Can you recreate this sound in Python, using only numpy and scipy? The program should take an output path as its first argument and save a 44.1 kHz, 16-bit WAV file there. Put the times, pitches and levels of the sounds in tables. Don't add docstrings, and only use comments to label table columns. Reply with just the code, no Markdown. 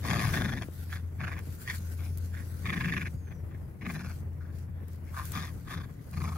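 import sys
import numpy as np
from scipy import signal
from scipy.io import wavfile
from scipy.ndimage import uniform_filter1d

SR = 44100
rng = np.random.default_rng(int(sys.argv[2]) if len(sys.argv) > 2 else 0)


def wav_record(signal):
    frames = np.transpose(np.atleast_2d(signal))
    bounded = np.clip(frames, -1, 1)
    quanta = np.round(bounded * 32767).astype(np.int16)
    wavfile.write(sys.argv[1], SR, quanta)


N = 280917

# (first puff [s], last puff [s], place of the middle [0-1], puffs [count],
# slowing of the flutter [-1 to 1], effort at start, middle, end [dB, dB, dB],
# steady breath over effort at start, end [dB, dB], tongue resonance at start, end [Hz, Hz],
# throat, jaw, palate, lips, nose gains [dB each], change of throat, jaw and lips as the mouth moves [dB],
# left minus right [dB], chest over effort [dB], fold pitch at mid-growl [Hz], breadth of the chest boom [0-1])
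GROWLS = [ (0.053, .298, 0.33, 10, -.05, -56, -51, -54.5, 3, 4.5, 1710, 1670, 11.5, 4.5, 1, -2, 1.5, -5, 6, 22, 114.4, 0.52),
          (0.345, 0.626, 0.15, 8, 0.2, -45, -45, -52, -1, -14.5, 1640, 1680, 6, -6, -4.5, -4.5, -5, -3.5, 7.5, 14, 140, 0.98),
          (0.898, 0.965, 0.4, 3, -0.017, -72, -57, -62, -4, 10.5, 1680, 1680, -3, -10, -3.5, -6.5, -3, 1, 3.5, -7, 140, .2),
          (1.209, 1.387, 0.096, 5, 0.35, -51.5, -47, -57.5, -12, -5, 1580, 1720, 3, -2, 1.5, -13, -8, 1.5, 2.5, 11, 132, 0.21),
          (1.682, 1.751, 0.22, 3, 0.85, -54.5, -47, -60.5, 4.5, -5, 1830, 1710, -10, -12.5, -3.5, -10, -4, 7.5, 7.5, -5, 140, .2),
          (1.999, 2.068, 0.46, 3, 0.14, -73.5, -78, -81.5, -1, 14, 1450, 1500, 13.5, -13, 8.5, -1, 4, 4, 3.5, -2, 140, .2),
          (2.344, 2.398, 0.56, 3, -0.084, -60.5, -62, -66.5, -10, 17, 1750, 1770, -7, -16, -7.5, -15, -8, 5, 2.5, -6, 140, .2),
          (2.664, 3.067, 0.71, 11, 0.14, -46.5, -43, -51.5, -9.5, -14, 1755, 1740, -3, 0.5, 3, -4.5, -8, -9.5, 4.5, 10, 160, 0.44),
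          (3.279, 3.32, .5, 2, .01, -68.5, -66, -63.5, -9, -6, 1680, 1660, 3, -12, -3, -10, -11, .1, 6, 7, 140, .2),
          (3.52, 3.555, .5, 2, .01, -71, -72, -74.5, 0, -4, 1710, 1730, 4, .1, 0.5, -9, -18, .1, 4, 7, 140, .2),
          (3.823, 3.902, 0.61, 3, .07, -57.5, -53, -53.5, -19, -1.5, 1710, 1620, 3, -4, 7, -12.5, -5, 6.5, 4, 16.5, 160, 0.45),
          (3.957, 4.106, .3, 4, .05, -57, -61.5, -64, -4.5, 2.5, 1630, 1450, 8, -6, 0.5, -9.5, 0.5, -3, 4, 19, 162, 0.32),
          (4.419, 4.537, 0.45, 4, .01, -71, -73, -79, -1, 1, 1540, 1590, -15, -6, -14, -19, -8, 7, 8, 7, 140, .2),
          (4.754, 4.969, .4, 6, -0.11, -84, -85, -93, 7.5, 6, 1780, 1680, -10, -14, -9, -7, -18, 3, 5, 6, 140, .2),
          (5.073, 5.111, .5, 2, .01, -81.5, -74, -80, 8, 1, 1640, 1600, 3, -8, 3.5, -13, -3, -2, 9, 3, 140, .2),
          (5.147, 5.214, 0.52, 4, -0.2, -63.5, -56, -63, -8.5, 13, 1570, 1640, 5, 14.5, -4, -8, -4, -8.5, 4, -7, 140, .2),
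          (5.337, 5.483, 0.21, 7, 0.13, -66, -57, -71.5, 3, 12.5, 1650, 1820, 4, 7, -0.5, 0.5, 2, -4.5, 5.5, 20, 148, 0.54),
          (5.679, 5.845, 0.27, 6, 0.012, -64.5, -52.5, -63, 1.5, -11, 1660, 1580, 3, 4, -3.5, -2, -2.5, -2, 4.3, 13, 157, 0.32),
          (5.9, 5.997, .3, 3, .01, -74, -86, -86, 0, 1, 1610, 1870, -8, 5, -5, -12, -14, -6, 4, 3, 140, .2),
          (6.139, 6.367, 0.56, 7, 0.054, -68.5, -62.5, -74, -9, -8, 1630, 1600, 12, 11.5, 9, -6.5, 9.5, 10.8, 2, 27.5, 148, 0.14),
          ]
# (frequency [Hz], pole width [Hz], level [dB], left minus right [dB])
THROAT_MODE = (730, 653, -7, -1.5)
JAW_MODE = (1171, 400, 0.18, 1.1)
PALATE_MODE = (2360, 780, 0.24, 0.71)
LIPS_MODE = (3464, 560, 1.9, 1.8)
NOSE_MODES = [(4223, 400, -9, 0.87), (4960, 1200, -4.5, 0.89), (6420, 2040, -6, 0.83),
              (10900, 2200, -6.5, 1.8)]
# (pole width [Hz], level [dB], left minus right [dB])
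TONGUE_MODE = (584, 6.4, -7.5)
# (frequency [Hz], phase lead [rad])
PORT_LEAD = [(640, -1.1), (1150, -1.4), (1750, 1.1), (2400, -.6), (3500, 2.0), (5000, 1.6)]
# (time [s], level [dB])
RUSTLE_LEVEL = [(0.0, -55.5), (0.33, -51.5), (0.55, -62), (0.95, -61), (1.06, -71), (1.4, -64),
                (1.65, -56.5), (2.3, -63.5), (2.68, -57.5), (3.12, -63), (3.19, -72.5), (3.85, -74),
                (4.1, -61.5), (4.28, -75), (4.77, -78), (5.05, -72), (5.16, -58), (5.6, -65), (5.94, -70.5),
                (6.37, -57.5)]
# (frequency [Hz], relative density [dB per Hz])
RUSTLE_COLOUR = [(880, -24), (1500, 6.5), (1640, -3), (3840, -7), (4450, -4), (9190, -5), (10900, -2),
                 (15600, -5)]
# (middle time [s], peak level [dB], length [s])
BRUSHES = [(0.068, -59, 0.035), (0.233, -57, 0.063), (0.347, -54, 0.17), (0.807, -67, .1),
           (0.933, -63, 0.078), (1.626, -62, .08), (1.756, -53.5, 0.11), (1.925, -63, 0.063),
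           (2.054, -60, .05), (2.24, -66, 0.094), (2.52, -80, 0.092), (3.917, -56.5, 0.14),
           (4.175, -70, .1), (4.591, -68.5, 0.21), (4.92, -72, 0.21), (5.188, -60, 0.055),
           (5.264, -59, .05), (5.316, -56.5, 0.28), (5.715, -64, 0.11), (6.233, -64, 0.059)]
# (time [s], onset level [dB], left minus right [dB])
SNAPS = [(1.3908, -37, 1.5), (2.174, -33, 1), (2.1832, -35.5, -1), (4.586, -46, 2), (4.8828, -45, 1.5),
         (4.9324, -47, 2.5), (5.254, -29.5, 0), (5.3196, -28.5, 7), (5.45, -42, 5), (5.4653, -44, 0),
         (5.909, -54, 2.0), (6.112, -41, 3.0), (6.134, -46, 2), (6.2297, -43, 1)]
# (time [s], level before the soft attack [dB], frequency [Hz])
KNOCKS = [(0.686, -20.5, 330), (1.472, -28, 298)]
# (time [s], frequency [Hz], level [dB])
WHISTLE = [(3.06, 6700, -79), (3.13, 6720, -80), (3.22, 6540, -74), (3.3, 6250, -73), (3.36, 5860, -75),
           (3.43, 5630, -85)]
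# (time [s], level [dB])
HUM_LEVEL = [(0.0, -35.5), (0.4, -36.5), (0.6, -45.5), (0.97, -36.5), (1.54, -41.5), (1.63, -56),
             (1.76, -38.5), (2.08, -34.5), (2.69, -39.5), (2.76, -48), (3.07, -38.5), (3.6, -46),
             (3.7, -53), (4.0, -50), (4.08, -39.5), (5.53, -41.5), (5.67, -59), (5.78, -38), (6.04, -64),
             (6.16, -36.5)]
# (frequency [Hz], relative density [dB per Hz])
PARK_COLOUR = [(12, -67), (20, -38.5), (50, -5), (95, -5), (116, -5), (186, -17), (453, -27.5),
               (669, -35.5), (1590, -42), (1980, -41), (2700, -51.5), (3460, -59.5), (6220, -70),
               (11800, -54), (15600, -54)]
# (frequency [Hz], correlation [0-1])
PARK_LIKENESS = [(60, 0.56), (130, 1), (290, 0.65), (640, 0.34), (1400, 0.013), (15000, .01)]
# (frequency [Hz], left minus right [dB])
PARK_BALANCE = [(60, 1), (110, 2.5), (200, 5.5), (380, 3.5), (700, 7), (1290, 5.5), (2380, -3), (4400, 5),
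                (8120, 7), (15000, -2)]

LEAD_S, TAIL_S = 0.048, 0.06
PUFF_SHARE, PUFF_SCATTER_DB = 0.82, 0.9
RUMBLE_RISE_S, RUMBLE_FALL_S = 0.046, 0.066
PITCH_ARCH = 0.15
HUM_HZ, HUM_SAG_HZ_PER_S = 85.55, -0.2967
PARK_DB = -42.5
EDGE_HZ = 15800


def growl(first, last, middle, puff_count, slowing, start_db, middle_db, end_db,
          breath_from_db, breath_to_db, tongue_from_hz, tongue_to_hz,
          throat_db, jaw_db, palate_db, lips_db, nose_db, opening_db, pan_db, chest_db, pitch_hz, breadth):
    length = last - first
    t = np.arange(-LEAD_S, length + TAIL_S, 1 / SR)
    since_start = t - t[0]
    through = since_start / (t[-1] - t[0])
    fold_hz = pitch_hz * (1 - PITCH_ARCH + PITCH_ARCH * np.sin(np.pi * through))

    effort_s = [0, length * np.clip(middle, 0.05, 0.95), length]
    effort = amp(np.interp(t, effort_s, [start_db, middle_db, end_db]))
    fade = np.clip(np.minimum(since_start / LEAD_S, (t[-1] - t) / TAIL_S), 0, 1)
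    breath = amp(breath_from_db + (breath_to_db - breath_from_db) * through) * fade ** 2
    puffs, passage = flutter(t, length, round(puff_count), slowing)
    mouth_push = effort * (breath * passage + puffs)
    nose_push = 0.5 * mouth_push + 0.29 * uniform_filter1d(mouth_push, size=1800)

    turns = np.cumsum(fold_hz * (1 + 0.18 * wander(len(t), 50))) / SR
    strength = amp(1.8 * wander(len(t), 90))
    slaps = evened(np.diff(np.floor(turns), prepend=0))
    gate = 2.2 + np.exp(np.cos(2 * np.pi * turns))
    shared, apart = rng.standard_normal((2, len(t)))
    hisses = np.array([shared, np.cos(0.75) * shared + np.sin(0.75) * apart])
    air = strength * (evened(gate * hisses) + 0.4 * slaps)

    mouth_db = opening_db * through
    tongue_hz = np.interp(t, [0, length], [tongue_from_hz, tongue_to_hz])
    tract = [(*THROAT_MODE, throat_db + mouth_db),
             (*JAW_MODE, jaw_db + mouth_db),
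             (tongue_hz, *TONGUE_MODE, 0),
             (*PALATE_MODE, palate_db),
             (*LIPS_MODE, lips_db + mouth_db),
             *((*mode, nose_db) for mode in NOSE_MODES)]
    voice = np.zeros((2, len(t)))
    for k, (hz, width, db, side_db, gain_db) in enumerate(tract):
        flap = 1 + 0.025 * wander(len(t), 15)
        lead = np.exp(1j * read(PORT_LEAD, np.mean(hz)) * np.c_[[1, 0]])
        rung = (ring(air, hz * flap, width) * lead).real
        push = nose_push if k > 5 else mouth_push
        voice += (-1) ** k * push * amp(db + gain_db) * sides(side_db)[:, None] * rung
    return voice * sides(pan_db)[:, None], chest(since_start, effort * amp(chest_db), fold_hz, breadth)


def flutter(t, length, count, slowing):
    u = np.linspace(0, 1, 200)
    cycles = (count - 1) * (u + slowing * u * (1 - u))
    times = length * np.interp(np.arange(count), cycles, u)
    scatter_db = PUFF_SCATTER_DB * rng.standard_normal(count)
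    puffs, shut = np.zeros((2, len(t)))
    for s, gap, db in zip(times - t[0], np.gradient(times), scatter_db):
        span = PUFF_SHARE * gap
        add(puffs, s - span / 2, amp(db) * signal.windows.tukey(round(span * SR), 0.75))
        add(shut, s + span / 2 - 0.003, np.hanning(round(0.0027 * SR)))
    return puffs, 1 - 0.077 * np.minimum(shut, 1)


def chest(t, level, hz, breadth):
    wide = np.clip(breadth, 0, 1)
    narrow, broad = rng.standard_normal((2, len(t)))
    boom = np.sqrt(1 - wide) * ring(narrow, hz, 96).real
    boom += np.sqrt(wide) * ring(broad, 0.77 * hz, 304).real
    swell = np.clip(np.minimum(t / RUMBLE_RISE_S, (t[-1] - t) / RUMBLE_FALL_S), 0, 1)
    return level * swell * boom * sides(4.4)[:, None]


def lawn(x):
    taps = np.zeros((2, 900))
    at = rng.integers(20, 900, (2, 14))
    bounces = rng.choice([-1., 1.], at.shape) * amp(-15 - 1400. * at / SR)
    np.put_along_axis(taps, at, bounces, 1)
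    return x + signal.oaconvolve(x, taps, axes=1)[:, :N]


def rustle():
    bed = hiss(RUSTLE_COLOUR, lambda hz: 0.011 + 0 * hz, lambda hz: 1.8 + 0 * hz,
               patchy_db=2.5, flicker_db=1.5)
    sizes = amp(1.3 * np.minimum(rng.exponential(1, (2, N)), 5))
    crackle = sizes * (rng.random((2, N)) < 300 / SR)
    grain = uniform_filter1d(crackle, size=40, axis=1)
    level = amp(curves(RUSTLE_LEVEL)[0])
    for s, db, length in BRUSHES:
        add(level, s - length / 2, amp(db) * np.hanning(round(length * SR)))
    return bed * (1 + 0.35 * evened(grain)) * level


def snaps():
    out, t = np.zeros((2, N)), np.arange(1300) / SR
    noises = rng.standard_normal((len(SNAPS), 2, 1300))
    for (s, db, pan_db), noise in zip(SNAPS, noises):
        tick = np.diff(noise, prepend=0) * amp(db - 60 * t / 0.018) / 2
        add(out, s, tick * sides(pan_db)[:, None])
    for s, db, hz in KNOCKS:
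        decay = amp(db - 60 * t / 0.0067)
        attack = 1 - np.exp(-t / 0.0007)
        add(out, s, decay * attack * np.sin(2 * np.pi * hz * t) * sides(8.8)[:, None])
    return out


def whistle():
    hz, db = curves(WHISTLE)
    t = np.arange(N) / SR
    on = np.clip(np.minimum(t - WHISTLE[0][0], WHISTLE[-1][0] - t) / 0.016, 0, 1)
    phase = 2 * np.pi * np.cumsum(hz * (1 + 0.0058 * wander(N, 195))) / SR
    level = np.sqrt(2) * amp(db + 1.6 * wander(N, 60)) * on
    tone = np.sin(phase) + amp(-12) * np.sin(2 * phase)
    return level * tone * sides(9.3)[:, None]


def hum():
    hz = HUM_HZ + HUM_SAG_HZ_PER_S * np.arange(N) / SR + 0.763 * wander(N, 3.04)
    tone = np.sin(2 * np.pi * np.cumsum(hz) / SR)
    return np.sqrt(2) * amp(curves(HUM_LEVEL)[0]) * tone * sides(3.2)[:, None]


def park():
    return amp(PARK_DB) * hiss(PARK_COLOUR, lambda hz: read(PARK_LIKENESS, hz),
                               lambda hz: read(PARK_BALANCE, hz), patchy_db=-1.0, flicker_db=1.9)


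def hiss(colour, same, balance_db, patchy_db, flicker_db):
    frames, hz = N // 256 + 5, np.fft.rfftfreq(1024, 1 / SR)
    a, b, c, d, patches = rng.standard_normal((frames, 513, 5)).T
    patches = uniform_filter1d(uniform_filter1d(patches, size=12, axis=0), size=14, axis=1)
    flicker = evened(uniform_filter1d(rng.standard_normal(frames), size=3))
    same = np.clip(same(hz), -1, 1)[:, None]
    left = a + 1j * b
    right = same * left + np.sqrt(1 - same ** 2) * (c + 1j * d)
    z = np.array([left, right]) * sides(balance_db(hz))[..., None]
    z *= amp(read(colour, hz)[:, None] + patchy_db * evened(patches) + flicker_db * flicker)
    out = signal.istft(z, nperseg=1024, noverlap=768)[1][:, :N]
    return out / np.sqrt(np.mean(out.mean(0) ** 2))


def ring(x, hz, width):
    turn = np.exp(2j * np.pi * np.cumsum(hz * np.ones(x.shape[-1])) / SR)
    r = np.exp(-np.pi * width / SR)
    out = turn * signal.lfilter([1], np.poly([r, r, r]), x / turn)
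    return out / np.sqrt(np.mean(out.real ** 2) + 1e-20)


def wander(count, hz):
    r = np.exp(-2 * np.pi * hz / SR)
    noise = rng.standard_normal(count + 4000)
    return evened(signal.lfilter([1], np.poly([r, r]), noise)[4000:])


def amp(db):
    return 10 ** (np.asarray(db) / 20)


def evened(x):
    return x / np.sqrt(np.mean(x ** 2) + 1e-20)


def read(points, hz):
    f, value = np.transpose(points)
    return np.interp(np.log(hz + 1), np.log(f + 1), value)


def curves(rows):
    s, *columns = np.transpose(rows)
    return [np.interp(np.arange(N) / SR, s, c) for c in columns]


def add(mix, s, sound):
    start = max(round(s * SR), 0)
    part = mix[..., start:start + sound.shape[-1]]
    part += sound[..., :part.shape[-1]]


def sides(db):
    return amp(np.array([db / 2, -db / 2]))


def scene():
    voice, rumble = np.zeros((2, 2, N))
    for row in GROWLS:
        throbs, boom = growl(*row)
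        add(voice, row[0] - LEAD_S, throbs)
        add(rumble, row[0] - LEAD_S, boom)
    return lawn(voice) + rumble + rustle() + snaps() + whistle() + hum() + park()


def record(dry):
    thin = signal.sosfilt(signal.butter(3, 42, "high", fs=SR, output="sos"), dry)
    band = signal.firwin(2047, EDGE_HZ, window=("kaiser", 9), fs=SR)
    return signal.oaconvolve(thin, band[None], "same")


dry = scene()
out = record(dry)
wav_record(out)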